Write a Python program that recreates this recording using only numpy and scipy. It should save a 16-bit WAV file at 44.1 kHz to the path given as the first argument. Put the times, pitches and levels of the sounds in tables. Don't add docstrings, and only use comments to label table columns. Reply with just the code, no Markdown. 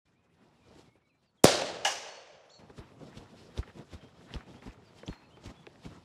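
import sys
import numpy as np
from scipy import signal
from scipy.io import wavfile

SR = 44100
rng = np.random.default_rng(int(sys.argv[2]) if len(sys.argv) > 2 else 0)


def persist_wave(psi):
    counts = np.round(np.clip(psi, -1, 1) * 32767).astype(np.int16)
    wavfile.write(sys.argv[1], SR, np.atleast_2d(counts).T)


N = 266672

# frequency in Hz, relative density in dB per Hz.
AIR_SPECTRUM = [(26, -39), (45, -7), (153, 1), (242, -8), (950, -12.5), (1910, -18), (4020, -20.5),
                (4420, -24.5), (9310, -32), (14000, -48)]
AIR_DB = -75.5

# start in seconds, length in seconds, first pitch in Hz,
# held pitch in Hz, slide in seconds, starting rms level in dB before wavering, fade over the note in dB.
WHISTLES = [(.06, 0.041, 2380, 2400, .04, -78, 5), (.11, .04, 1880, 1920, .04, -85, 2),
            (.15, .32, 2150, 2480, .04, -81.5, 10), (.3, .035, 1850, 2030, 0.023, -80, 3),
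            (.55, 0.17, 2950, 2410, .09, -79.5, 0), (.84, 0.12, 2480, 2190, .05, -78.5, 7),
            (.95, .03, 2200, 2410, .025, -82, 1), (1.01, 0.081, 2240, 2260, .05, -81, -2),
            (1.085, 0.088, 2930, 2350, .05, -78.5, 2), (1.05, 0.19, 3750, 4080, .03, -86, 6),
            (1.24, .05, 2750, 2760, .04, -83, 6), (1.25, 0.059, 5100, 4300, 0.068, -82, 2),
            (1.368, 0.04, 4350, 3250, .022, -82, -9), (1.225, .025, 3900, 5000, .025, -85, 0),
            (2.09, .31, 4350, 4430, 0.062, -58.5, 26), (2.49, 0.089, 1900, 4390, .024, -66, -5),
            (2.545, .053, 4200, 4230, 0.029, -68, 2), (2.525, 0.027, 4350, 3500, 0.059, -62, 4),
            (3.99, .1, 3050, 3170, .02, -71.5, -1), (4.16, .03, 3100, 3340, .015, -70.5, 3.5),
            (4.54, 0.073, 2900, 3400, .06, -73, -3), (4.845, .06, 5300, 4600, .04, -73, 3.5),
            (4.975, 0.067, 3200, 3000, .1, -69, 0), (5.058, 0.027, 4720, 7550, .03, -55.5, 6),
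            (5.09, .21, 4300, 4234, 0.052, -61.5, 22), (5.21, 0.054, 2480, 2600, .03, -72, -1),
            (5.3, 0.061, 2740, 3100, 0.034, -70.5, 0.5), (5.54, .105, 2790, 3400, .022, -72.5, -3)]
BUZZES = [(2.488, 0.1, 4100, 7100, 0.028, -69.5, 8), (2.505, .093, 5500, 5900, .08, -71, 5),
          (5.09, .12, 7230, 7300, 0.087, -76, 20)]

# frequency in Hz, relative density in dB per Hz.
CLOTH_SPECTRUM = [(15, -51), (25, -23.5), (86, 0.5), (179, 1), (422, -5.5), (515, -9), (628, -9),
                  (1300, -19.5), (1690, -46), (2860, -120)]
STALK_SPECTRUM = [(400, -18.5), (800, 0.5), (1300, -3), (2100, -5), (3500, -15), (7000, -37.5)]
GRASS_SPECTRUM = [(1060, -29.5), (1800, -1.5), (2490, -5.5), (2700, -2.5), (3980, -2.5), (4430, -5),
                  (5210, -4.5), (10700, -20.5), (15500, -41.5)]

# time in seconds, coat's dull rustle in dB, bright swish in dB.
STIR = [(.05, -85, -100), (.12, -73.5, -90), (.27, -70.5, -94), (.35, -79, -97), (.42, -60, -78.5),
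        (.56, -67, -81), (.68, -60.5, -72.5), (.81, -54.5, -63.5), (.84, -60.5, -74.5), (.88, -59.5, -74),
        (.945, -81, -98), (.965, -65, -85), (1.06, -78, -100), (1.39, -78, -100)]
STIR_CRUNCH_DB = -12.5
JOG_S, JOG_COAT_DB, JOG_CRUNCH_DB, JOG_SWISH_DB = 2.59, -59, -69.5, -73
# middle in seconds, length in seconds, swish in dB, coat in dB, crunch in dB.
SWINGS = [(2.595, 0.031, -73, -64, -75.5), (2.705, 0.028, -74, -66, -75), (3.056, 0.15, -70, -58.5, -80),
          (3.222, 0.07, -71, -64, -81), (3.407, 0.28, -68.5, -63, -78), (3.693, 0.057, -76, -67, -65),
          (3.789, 0.1, -67, -52, -68), (4.04, 0.032, -73, -60.5, -79), (4.219, 0.15, -74, -63.5, -83),
          (4.298, 0.068, -89, -66, -57), (4.399, 0.054, -74, -71, -61), (4.535, 0.15, -71.5, -53.5, -71),
          (4.634, 0.041, -71, -60, -60), (4.73, 0.025, -68.5, -69, -81), (4.987, 0.1, -69.5, -60, -81),
          (5.132, 0.037, -73, -64, -60.5), (5.504, 0.035, -66.5, -49.5, -75),
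          (5.931, 0.14, -71.5, -60, -71)]
# first touch in seconds, thud peak in dB, ground thud in Hz, roll to the main push
# in seconds, deep heave against the thud in dB, swish in dB, crunch in dB.
STEPS = [(2.774, -37, 77.6, .02, -1, -60.5, -62), (3.165, -38, 125.5, 0.017, -7, -54.5, -72),
         (3.574, -28, 70, .016, 2, -50.5, -58), (3.926, -38.5, 60, .021, -5.5, -56.5, -66),
         (4.336, -29, 102, .02, 1, -54, -54.5), (4.659, -34.5, 100, .023, -2, -58.5, -58.5),
         (5.075, -29, 101, .022, -2.5, -55.5, -56.5), (5.45, -38, 92, .022, -1, -54, -64),
         (5.844, -36, 141, .021, -5.5, -57, -64.5)]
FLATTEN_S, STEP_COAT_DB = 0.013, 7
SWISH_RISE_S, SWISH_FALL_S, CRUNCH_RISE_S, CRUNCH_FALL_S = 0.038, 0.035, 0.032, .12

# start in seconds, click peak in dB, ring in Hz,
# duller knock against the click in dB, decay constant of the fizz in milliseconds.
SNAPS = [(0.953, -66.5, 2300, 10.5, 1.5), (2.698, -52, 1200, 7.5, 1.6), (2.780, -45, 1000, -12, 1.8),
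         (3.007, -61, 1000, 15, 1.8), (3.172, -43.5, 3130, -29, 11), (3.577, -31.5, 2700, -9.5, .7),
         (3.628, -41.5, 1200, -15, 6.9), (3.676, -47, 1480, 1.5, 2), (3.7005, -49, 1450, -15, 1.5),
         (3.9287, -48, 2010, 7, 2.05), (4.211, -50.5, 1300, -2, 1), (4.305, -45, 1510, -14, 3.1),
         (4.3393, -29, 2630, -17, 0.77), (4.408, -41.5, 1200, -15, .6), (4.6224, -46, 1710, 0, 3.3),
         (5.032, -41.5, 1400, 3.5, 1), (5.08, -30.5, 2750, -17, 0.51), (5.128, -43, 1300, -8, 4.5),
         (5.3702, -50.5, 2380, 4, 2.3), (5.439, -50, 3720, 3, 6.4), (5.6678, -35.5, 2260, -3, 0.62),
         (5.7575, -51, 1790, -13.5, 1.1), (5.851, -41.5, 2560, -7, .8), (5.8643, -49.5, 1700, 4, 2.1)]

REPORT_S, STRIKE_S = 1.4455, 1.8478
# frequency in Hz, early level in dB per Hz, early t60 in seconds,
# late level against early in dB, late t60 in seconds.
REPORT_ECHO = [(30, -75.5, .1, -11, .7), (70, -57.5, .1, -12, 1.4), (150, -54, 0.11, -9, 1.1),
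               (280, -59, 0.36, -8.5, 1.4), (574, -53, 0.67, -10, 2.62), (1000, -60, 0.41, -10.5, 2),
               (2200, -65.5, 0.69, -13.5, 2), (4500, -59, 0.57, -21.5, 1.6), (7340, -65, 0.46, -19.5, 1.3),
               (11000, -78.5, 0.41, -20, 0.85), (16060, -103, .2, -27, .4)]
STRIKE_ECHO = [(299, -88, 0.26, -19, 1.8), (540, -57, 0.11, -18, 1.9), (793, -53, 0.17, -20, 1.37),
               (1300, -69.5, 0.32, -13.5, 1.7), (2100, -62.5, 0.19, -13.5, 1.24),
               (2900, -63.5, 0.18, -12.5, 1.32), (4000, -76, 0.24, -2, 1.06), (5860, -66, 0.5, -13.5, 1.2),
               (7300, -73.5, 0.41, -15, 1.1), (9040, -81, 0.38, -13.5, 0.85),
               (16000, -100, 0.22, -12, 0.44)]
# frequency in Hz, width in Hz, gain in dB, t60 of that gain in seconds.
STRIKE_MODES = [(797, 100, 2, 1.4), (1630, 150, 2, 4), (2880, 110, 10, 1.24)]

VENT_S, VENT_DB, VENT_RISE_DB = 1.4365, -10, 25.5
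# start in seconds,
# peak in dB before dulling, ring in Hz, t60 in seconds, low-pass corner in Hz.
BLAST = [(1.4415, -17, 484, 0.0078, 2007), (1.4432, 14.5, 403, 0.0051, 6970),
         (1.4455, -6, 140, 0.028, 1500), (1.4534, -6.5, 602.4, 0.012, 3010),
         (1.4551, -8, 555.5, 0.01, 3013)]
# start in seconds, peak in dB before dulling.
SLAPS = [(1.4685, -22), (1.482, -14.5), (1.496, -18), (1.522, -23), (1.548, -19), (1.571, -26),
         (1.62, -17.5), (1.645, -29)]
SLAP_HZ, SLAP_T60_S, SLAP_DULL_HZ = 564, .018, 1400

START_S = .05
CLIP_TOP = 0.66
CUTOFF_HZ = 16000


def amp(db):
    return 10 ** (np.asarray(db) / 20)


def rms_one(x):
    return x / np.sqrt(np.mean(x ** 2) + 1e-20)


def at_hz(table, hz):
    f, *columns = np.transpose(table)
    return [np.interp(np.log(hz), np.log(f), c) for c in columns]


def drift(rate):
    r = np.exp(-40 * np.pi * rate / SR)
    noise = rng.standard_normal(N // 20 + 2002)
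    slow = signal.lfilter([1], [1, -2 * r, r * r], noise)[2000:]
    return np.interp(np.arange(N) / 20, np.arange(len(slow)), rms_one(slow))


def bands(source, step):
    edges = 22 * 2 ** np.arange(0, 9.7, step)
    for k, (low, high) in enumerate(zip(edges, edges[1:])):
        band_pass = signal.butter(3, [low, high], "band", fs=SR, output="sos")
        yield np.sqrt(low * high), signal.sosfilt(band_pass, source[k % 2])


def ring(x, hz, width_hz):
    r = np.exp(-np.pi * width_hz / SR)
    poles = [1, -2 * r * np.cos(2 * np.pi * hz / SR), r * r]
    return signal.lfilter([(1 - r * r) / 2, 0, (r * r - 1) / 2], poles, x)


def add(out, s, x):
    i = round(s * SR)
    out[i:i + len(x)] += x[:N - i]


def peaks(s, db, rise_s, fall_s):
    since = np.arange(N) / SR - np.array(s)[:, None]
    fall_db = 20 * np.maximum(-since / rise_s, since / fall_s)
    return amp(np.array(db)[:, None] - fall_db).max(axis=0)


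def grainy(spectrum, per_s, spread_db, patchy_db):
    sizes = amp(spread_db * np.minimum(rng.exponential(1, (2, N)), 4))
    grains = (rng.random((2, N)) < per_s / SR) * sizes
    source = rng.standard_normal((2, N)) * (1 + grains)
    together = drift(11)
    total = np.zeros(N)
    for hz, band in bands(source, step=.5):
        flicker_db = patchy_db * (together + drift(14))
        total += band * amp(at_hz(spectrum, hz)[0] + flicker_db)
    return rms_one(total)


def air():
    return amp(AIR_DB) * grainy(AIR_SPECTRUM, 0, spread_db=0, patchy_db=3.0)


def sing(notes, waver_hz):
    out, tremble = np.zeros(N), waver_hz * drift(250)
    for s, length, first_hz, held_hz, slide, db, fade_db in notes:
        t = np.arange(0, length, 1 / SR)
        ends = np.clip(np.minimum(t, length - t) / 0.0074, 0, 1)
        glide = np.sin(np.pi / 2 * np.minimum(t / slide, 1))
        pitch = first_hz + (held_hz - first_hz) * glide + tremble[((s + t) * SR).astype(int)]
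        tone = np.sqrt(2) * np.sin(2 * np.pi * np.cumsum(pitch) / SR)
        add(out, s, ends * amp(db - fade_db * t / length) * tone)
    return out


def birds():
    notes = sing(WHISTLES, waver_hz=42) + sing(BUZZES, waver_hz=260)
    notes = notes * amp(3.0 * drift(40))
    trees = rng.standard_normal(SR // 3) * amp(-38 - 180 * np.arange(SR // 3) / SR)
    return notes + signal.fftconvolve(notes, trees)[:N]


def rustle():
    t = np.arange(N) / SR
    jog = t > JOG_S
    s, coat_db, swish_db = np.transpose(STIR)
    coat_db, swish_db = np.interp(t, s, coat_db), np.interp(t, s, swish_db)

    bright, dull, crunch = np.zeros((3, N))
    for s, length, sweep_db, sweep_coat_db, drag_db in SWINGS:
        arch = np.cos(np.pi * np.clip((t - s) / length, -.5, .5))
        bright += amp(sweep_db) * arch
        dull += amp(sweep_coat_db) * arch
        crunch += amp(drag_db) * arch

    s, *_, tread_db, crush_db = np.transpose(STEPS)
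    tread = peaks(s + FLATTEN_S, tread_db, SWISH_RISE_S, SWISH_FALL_S)
    crush = peaks(s + FLATTEN_S, crush_db, CRUNCH_RISE_S, CRUNCH_FALL_S)
    dull += amp(np.where(jog, JOG_COAT_DB, coat_db)) + amp(STEP_COAT_DB) * tread
    crunch += amp(np.where(jog, JOG_CRUNCH_DB, coat_db + STIR_CRUNCH_DB)) + crush
    bright += amp(np.where(jog, JOG_SWISH_DB, swish_db)) + tread

    cloth = dull * grainy(CLOTH_SPECTRUM, 170, spread_db=-1.5, patchy_db=1.98)
    stalks = crunch * grainy(STALK_SPECTRUM, 150, spread_db=7.0, patchy_db=2.05)
    grass = bright * grainy(GRASS_SPECTRUM, 600, spread_db=5, patchy_db=1.37)
    return cloth + stalks + grass


def snaps():
    out, t = np.zeros(N), np.arange(1200) / SR
    for s, db, hz, knock_db, ms in SNAPS:
        noise = rng.standard_normal(1200)
        burst = (noise + (t == 0) * 2.2 / ms) * np.exp(-t * 1000 / ms)
        tick = ring(ring(ring(burst, hz, 0.58 * hz), hz, 0.91 * hz), hz, 1.6 * hz)
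        knock = ring(ring(noise * t * np.exp(-t / 0.0033), 290, 300), 395, 500)
        add(out, s, amp(db) * tick / np.abs(tick).max())
        add(out, s, amp(db + knock_db) * knock / np.abs(knock).max())
    return out


def steps():
    out, n = np.zeros(N), round(.15 * SR)
    for s, db, hz, roll, heave_db, *_ in STEPS:
        main = np.arange(n) == round(roll * SR)
        pushes = np.zeros(n)
        places = (rng.random(5) * roll * SR).astype(int)
        pushes[places] = (0.34 + .5 * rng.random(5)) * [1, -1, 1, -1, -1]
        pushes = signal.lfilter(*signal.butter(2, 420, fs=SR), pushes + main)
        thud = ring(ring(pushes, hz, 1.05 * hz), hz, 1.45 * hz)
        thud += 0.36 * ring(ring(pushes, 151, 180), 204, 260)
        heave = ring(signal.lfilter(*signal.butter(2, 110, fs=SR), main), 56.5, 39)
        add(out, s, amp(db) * (thud / np.abs(thud).max() + amp(heave_db) * heave / np.abs(heave).max()))
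    return out


def wood_echo(s, table, lumpy_db, gather_s):
    out, t = np.zeros(N), np.arange(2 * SR) / SR
    white = rng.standard_normal((2, len(t))) * np.sqrt(SR / 2)
    white *= amp(lumpy_db * drift(60)[:len(t)])
    for hz, band in bands(white, step=1 / 5):
        db, early, late_db, late = at_hz(table, hz)
        db -= 24 * max(np.log2(table[0][0] / hz), 0)
        gather = np.minimum(t / (2 / hz + gather_s), 1)
        decay = amp(db - 60 * t / early) + amp(db + late_db - 60 * t / late)
        add(out, s, band * gather * decay)
    return out


def strike():
    echo = wood_echo(STRIKE_S, STRIKE_ECHO, lumpy_db=1.06, gather_s=.0004)
    since = np.maximum(np.arange(N) / SR - STRIKE_S, 0)
    out = echo.copy()
    for hz, width_hz, db, t60 in STRIKE_MODES:
        out += amp(db - 60 * since / t60) * ring(echo, hz, width_hz)
    return out


def report_echo():
    return wood_echo(REPORT_S, REPORT_ECHO, lumpy_db=1.0, gather_s=0.0098)


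def blast():
    out, t = np.zeros(N), np.arange(round(.03 * SR)) / SR
    late = t - (BLAST[1][0] - VENT_S)
    swell_db = np.where(late < 0, -VENT_RISE_DB * (late / late[0]) ** 2, -1600 * late)
    hiss = ring(ring(rng.standard_normal(len(t)), 5500, 7000), 4500, 11000)
    add(out, VENT_S, hiss * amp(VENT_DB + swell_db))
    slaps = [(s, db, SLAP_HZ, SLAP_T60_S, SLAP_DULL_HZ) for s, db in SLAPS]
    for s, db, hz, t60, dull_hz in list(BLAST) + slaps:
        pulse = np.cos(2 * np.pi * hz * t) * amp(db - 60 * t / t60)
        add(out, s, signal.lfilter(*signal.butter(1, dull_hz, fs=SR), pulse))
    return out


def scene():
    gunner = rustle() + steps() + snaps()
    bangs = strike() + report_echo() + blast()
    return (air() + birds() + gunner + bangs)[None]


def record(dry):
    wet = CLIP_TOP * np.tanh((np.abs(dry) / CLIP_TOP) ** 3) ** (1 / 3) * np.sign(dry)
    wet = signal.sosfilt(signal.butter(1, 25, "high", fs=SR, output="sos"), wet)
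    wet = wet * np.clip((np.arange(N) / SR - START_S) / 0.0091, 0, 1)
    return signal.sosfilt(signal.cheby2(10, 60, CUTOFF_HZ + 800, fs=SR, output="sos"), wet)


dry = scene()
out = record(dry)
persist_wave(out)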